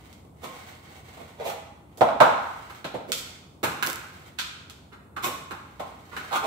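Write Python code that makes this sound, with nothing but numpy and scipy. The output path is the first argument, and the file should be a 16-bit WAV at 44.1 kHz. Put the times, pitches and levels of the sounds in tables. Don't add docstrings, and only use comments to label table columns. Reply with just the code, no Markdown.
import sys
import numpy as np
from scipy import signal
from scipy.fft import rfft, irfft, next_fast_len
from scipy.io import wavfile

SR = 44100
rng = np.random.default_rng(int(sys.argv[2]) if len(sys.argv) > 2 else 0)


def dump(signal):
    limited = np.clip(np.atleast_2d(signal).T, -1, 1)
    pcm = np.round(limited * 32767).astype(np.int16)
    wavfile.write(sys.argv[1], SR, pcm)


N = 284886
TOP_HZ = 15700
SPAN = 32768
HZ = np.fft.rfftfreq(SPAN, 1 / SR)
T = np.arange(SPAN) / SR

# time_s, ring_level_db, ring_hz,
# hardness_db_per_octave, thud_db, straight_path_db
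KNOCKS = [ (0.25, -66.5, 816, 4, 9, 8), (1.169, -47.5, 690, 1.5, -10, -4), (1.975, -47, 654, -6, -4, -5),
          (2.009, -17, 600, -3, -12.5, 1), (2.017, -16, 664, -23, -16, 6.5),
          (2.088, -27.5, 820, -4.5, -15, 4), (2.203, -11.5, 927, -2, -17, -1.5),
          (2.210, -12.5, 641, -6.5, -19.5, 5.5), (2.698, -44, 1170, 1.5, -11, -2),
          (2.845, -36.5, 680, 1, -4.5, -3), (2.941, -32, 530, -2, -6.5, -5),
          (3.63, -26.5, 844, 2, -4.5, -6), (3.636, -26.5, 1390, 3.3, -15, -5.5),
          (3.826, -27.5, 1500, 3, -20, 6), (3.831, -28.5, 1486, 2.5, -20, 6.5),
          (5.163, -32.5, 1205, -0.5, -14, -15), (5.258, -38, 445, 6, -1, -12.5),
          (5.509, -35, 1120, 0.5, -9, -0.5), (5.796, -32.5, 706, -0.5, -13.5, -6.5),
          (6.166, -33, 1483, 0.6, -14, -1.5)]
# peak_s, rise_s, ring_level_db, ring_hz, hardness_db_per_octave, thud_db
SLIDES = [ (.440, 0.019, -37.5, 756, 1.2, -7.5), (1.205, 0.015, -45, 690, -0.5, -6),
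          (1.412, .024, -33, 520, -3, -16), (1.466, 0.021, -30.5, 500, 0.3, -14),
          (1.497, 0.019, -35, 795, 1, -31), (3.092, 0.013, -45, 490, 1, 5.5),
          (3.872, 0.031, -36.5, 870, 4, -3), (4.383, 0.0029, -50.5, 1450, 0.5, -10),
          (4.932, .011, -47.5, 1400, -2, -8), (5.242, .012, -27, 1075, 2.5, -12),
          (6.125, .013, -41, 1255, -4.5, -10), (6.331, .017, -24, 863, -2, -23),
          (6.357, 0.013, -26, 1216, 0, -14), (6.443, .02, -29.5, 644, -1.5, -12)]
# time_s, ring_level_db, hardness_db_per_octave, straight_path_db
SNAPS = [(.128, -67.5, 2.5, 5), (1.973, -69.5, 6, -2), (2.844, -38, -4, -1), (3.119, -37.5, 2.5, 4),
         (3.176, -53, 4, -2), (4.387, -32.5, -1, -4), (4.698, -54.5, 1, 3.5)]
# start_s, length_s, level_db
BRUSHES = [(0, 0.06, -48.5), (0.468, 0.27, -48.5), (0.857, .11, -48.5), (1.05, 0.29, -52),
           (1.93, 0.11, -63.5), (2.396, 0.37, -49), (3.224, 0.079, -51), (3.984, 0.3, -52.5),
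           (5.566, 1, -56.5), (6.18, 0.11, -45)]

# walls_db, crack_db, crack_slope_db_per_octave
KNOCK_TONE = (-12, -18, -1)
SLIDE_TONE = (-8.5, -12.5, -.5)
SNAP_TONE = (3, 1, -5.5)
ROCK_TONE = (-4, 7, .5)

# mode_hz, width_hz, level_db
COUNTER = [(90.6, 17, -5), (160, 280, 0.5), (228, 7.7, -10), (280, 230, 2.5), (430, 640, 4)]
# mode_hz, width_hz, level_db
HOLLOW = [(466, 61, 2), (657, 124, 3), (807, 57, 4.5), (908, 67, 2), (1065, 59, 4.5), (1221, 186, 1.5),
          (1526, 440, 2.5)]
# mode_hz, width_hz, level_db
WALLS = [(1926, 525, 4), (2980, 924, 3.5), (3335, 625, 4.5), (4086, 340, -2)]
# freq_hz, level_db_per_hz
CRACK = [(1500, -16.5), (3200, -7.5), (4600, 0), (6500, -0.5), (8000, 1.5), (9200, -6.5), (12000, -0.5),
         (16000, -6)]
# freq_hz, level_db_per_hz
RUSTLE = [(200, -20), (500, -2), (850, 0.5), (1250, -5), (1750, -6.5), (2120, 0), (2500, -7), (4000, -9.5),
          (5500, -17), (8000, -14.5), (9500, -22), (15500, -18.5)]
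# delay_s, left_gain, right_gain
MIRRORS = [(.0027, 0.36, 0.4), (.0067, 0.22, 0.2), (.0088, .4, 0.35)]
# freq_hz, t60_s
KITCHEN = [(100, 0.89), (500, 0.52), (1200, 0.92), (3500, 0.77), (7000, 0.68), (14000, 0.41)]
# freq_hz, likeness
ALIKE = [(60, 0.91), (125, 0.97), (250, 0.86), (500, 0.53), (1000, 0), (15000, 0)]
# freq_hz, level_db_per_hz
HUM = [(25, -45), (40, -44), (62, 0), (95, -4.5), (135, -2), (300, -8.5), (500, -14), (800, -16.5),
       (1200, -19.5), (2000, -46), (4000, -58), (8000, -37.5), (15500, -42.5)]

WALL_OCTAVES, CRACK_OCTAVES = 1.57, 3.02
EDGE_SHARE = 0.92
STUD_RING_HZ = 1493
ROCK_START_S, ROCK_FLIGHT_S, ROCK_SHRINK = 3.824, 0.04, 0.88
ROCK_DB, ROCK_LOSS_DB = -45, 2.5
TRAIL_S, TRAIL_DB, TRAIL_LOSS_DB = 0.007, -43, 10.5
BRUSH_ATTACK_S, BRUSH_RELEASE_S = 0.052, 0.1


def knocks(crack, tilt_db_per_octave=-1.05):
    track = np.zeros((2, N))
    for time_s, level_db, ring_hz, hardness, thud_db, straight_db in KNOCKS:
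        sound = touch([1], level_db, ring_hz, hardness, thud_db, KNOCK_TONE,
                      straight_db, tilt_db_per_octave, crack)
        add(track, time_s, sound)
    return track


def slides(crack, slips_per_s=2000, scatter_db=5.5, straight_db=2, fall_share=0.78,
           tilt_db_per_octave=-0.5):
    track = np.zeros((2, N))
    for peak_s, rise_s, level_db, ring_hz, hardness, thud_db in SLIDES:
        from_peak_s = T - 2 * rise_s
        width_s = np.where(from_peak_s < 0, rise_s, fall_share * rise_s)
        stroke = np.exp(-(from_peak_s / width_s) ** 2)
        slip_now = rng.random(SPAN) < slips_per_s / SR
        direction = rng.choice([-1, 1], SPAN)
        slips = slip_now * direction * amp(scatter_db * rng.standard_normal(SPAN))
        sound = touch(stroke * slips, level_db, ring_hz, hardness, thud_db, SLIDE_TONE,
                      straight_db, tilt_db_per_octave, crack)
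        add(track, peak_s - 2 * rise_s, sound)
    return track


def snaps(crack, tilt_db_per_octave=9, thud_db=-23):
    track = np.zeros((2, N))
    for time_s, level_db, hardness, straight_db in SNAPS:
        sound = touch([1], level_db, STUD_RING_HZ, hardness, thud_db, SNAP_TONE,
                      straight_db, tilt_db_per_octave, crack)
        add(track, time_s, sound)
    return track


def rocking(crack, straight_db=14, tilt_db_per_octave=1.5, thud_db=-12):
    track = np.zeros((2, N))
    landing_s = ROCK_START_S
    for k in range(4):
        landing_s += ROCK_FLIGHT_S * ROCK_SHRINK ** k
        first = (0, ROCK_DB - ROCK_LOSS_DB * k)
        second = (TRAIL_S, TRAIL_DB - TRAIL_LOSS_DB * k)
        for late_s, level_db in (first, second):
            sound = touch([1], level_db, STUD_RING_HZ, 0, thud_db, ROCK_TONE,
                          straight_db, tilt_db_per_octave, crack)
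            add(track, landing_s + late_s, sound)
    return track


def touch(force, level_db, ring_hz, hardness, thud_db, tone, straight_db, tilt_db_per_octave, crack):
    wall_db, crack_db, slope = tone
    wall_db = wall_db + WALL_OCTAVES * hardness
    crack_db = crack_db + CRACK_OCTAVES * hardness
    levels_db = level_db + np.array([thud_db, 0, wall_db, crack_db])
    crack_slope = slope + EDGE_SHARE * hardness
    return bricks(force, straight_db, ring_hz, tilt_db_per_octave, crack_slope, levels_db, crack)


def bricks(force, straight_db, ring_hz, tilt_db_per_octave, crack_slope, levels_db, crack,
           focus_db=13, single_db=6, single_octaves=0.037):
    heard = rfft(force, SPAN) * kitchen(straight_db)

    def tilt(hz):
        return tilt_db_per_octave * np.log2(hz)

    def place(hz):
        away = np.log2(hz / ring_hz) ** 2
        return single_db * np.exp(-away / single_octaves ** 2) - focus_db * away

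    octaves_up = np.log2(np.maximum(HZ / WALLS[-1][0], 1))
    edge = amp(crack_slope * octaves_up)
    parts = ring(COUNTER, tilt), ring(HOLLOW, place), ring(WALLS, tilt), crack * edge
    sound = sum(amp(db) * unit(irfft(heard * part)) for db, part in zip(levels_db, parts))
    fade = np.minimum(10 * (T[-1] - T), 1)
    return sound * np.sqrt(SR / 20 / SPAN) * fade


def ring(modes, favour):
    low_hz, high_hz = modes[0][0], modes[-1][0]
    body = 0
    for k, (hz, width_hz, level_db) in enumerate(modes):
        damping = 1j * HZ * width_hz
        body = body + (-1) ** k * amp(level_db + favour(hz)) * damping / (hz ** 2 - HZ ** 2 + damping)
    return body * (1j * HZ / (low_hz + 1j * HZ)) ** 2 / (1 + 1j * HZ / high_hz)


def handling(grains_per_s=350, scatter_db=5):
    grain_now = rng.random(N) < grains_per_s / SR
    grains = grain_now * amp(scatter_db * rng.standard_normal(N))
    brush = irfft(kitchen() * causal(RUSTLE))
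    rustle = unit(signal.fftconvolve(grains[None], brush, axes=1)[:, :N])
    t = np.arange(N) / SR
    strokes = []
    for start_s, length_s, level_db in BRUSHES:
        swell = np.minimum(t - start_s, 0) / BRUSH_ATTACK_S
        decay = np.maximum(t - start_s - length_s, 0) / BRUSH_RELEASE_S
        strokes.append(amp(level_db) * np.exp(swell - decay))
    return rustle * np.max(strokes, axis=0)


def kitchen(straight_db=0, left_lag_s=0.0002, left_share=0.33, wander_s=0.00028,
            early_db=-22, early_t60_s=0.13, tail_db=-30, build_s=0.0041):
    hz, t, z = signal.stft(diffuse(SPAN), SR, nperseg=256)
    decay = amp(-60 * t / along(KITCHEN, hz)[:, None])
    tail = signal.istft(z * decay, SR, nperseg=256)[1][:, :SPAN]
    scatter = diffuse(SPAN) * amp(early_db - 60 * T / early_t60_s)
    room = (scatter + amp(tail_db) * tail) * (1 - np.exp(-T / build_s))
    room[0, round(left_lag_s * SR)] += amp(straight_db) * left_share
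    room[1, 0] += amp(straight_db)
    for delay_s, *gains in MIRRORS:
        arrival_s = np.abs(delay_s + wander_s * rng.standard_normal(2))
        room[np.arange(2), (arrival_s * SR).astype(int)] += gains
    return rfft(room)


def house(hum_db=-52.0, motor_hz=88, motor_db=-61):
    hum = diffuse(next_fast_len(N), HUM)[:, :N]
    motor = np.sqrt(2) * np.sin(2 * np.pi * motor_hz * np.arange(N) / SR)
    return amp(hum_db) * hum + amp(motor_db) * motor


def diffuse(size, spectrum=((1, 0), (2, 0))):
    hz = np.fft.rfftfreq(size, 1 / SR)
    turn = np.arccos(np.clip(along(ALIKE, hz), -1, 1)) / 2
    noise = rfft(rng.standard_normal((2, size))) * amp(along(spectrum, hz))
    mid, side = irfft(noise * [np.cos(turn), np.sin(turn)], size)
    return unit(np.array([mid + side, mid - side]))


def causal(points):
    cepstrum = irfft(np.log(amp(along(points, HZ))))
    cepstrum[1:SPAN // 2] *= 2
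    cepstrum[SPAN // 2 + 1:] = 0
    return np.exp(rfft(cepstrum))


def along(points, hz):
    f, v = np.transpose(points)
    return np.interp(np.log(hz + 1), np.log(f + 1), v)


def amp(db):
    return 10 ** (np.asarray(db) / 20)


def unit(x):
    return x / np.sqrt(np.mean(x ** 2) + 1e-20)


def add(track, time_s, sound):
    start = max(round(time_s * SR), 0)
    part = track[:, start:start + SPAN]
    part += sound[:, :part.shape[1]]


def scene(lean_db=0.62, dispersion=1.2):
    crack = causal(CRACK) * np.exp(-1j * dispersion * np.sqrt(HZ))
    play = knocks(crack) + slides(crack) + snaps(crack) + rocking(crack) + handling()
    return play * amp([[-lean_db], [lean_db]]) + house()


def record(dry):
    size = next_fast_len(N + SPAN)
    keep = np.fft.rfftfreq(size, 1 / SR) < TOP_HZ
    return irfft(rfft(np.clip(dry, -1, 1), size) * keep, size)[:, :N]


dry = scene()
out = record(dry)
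dump(out)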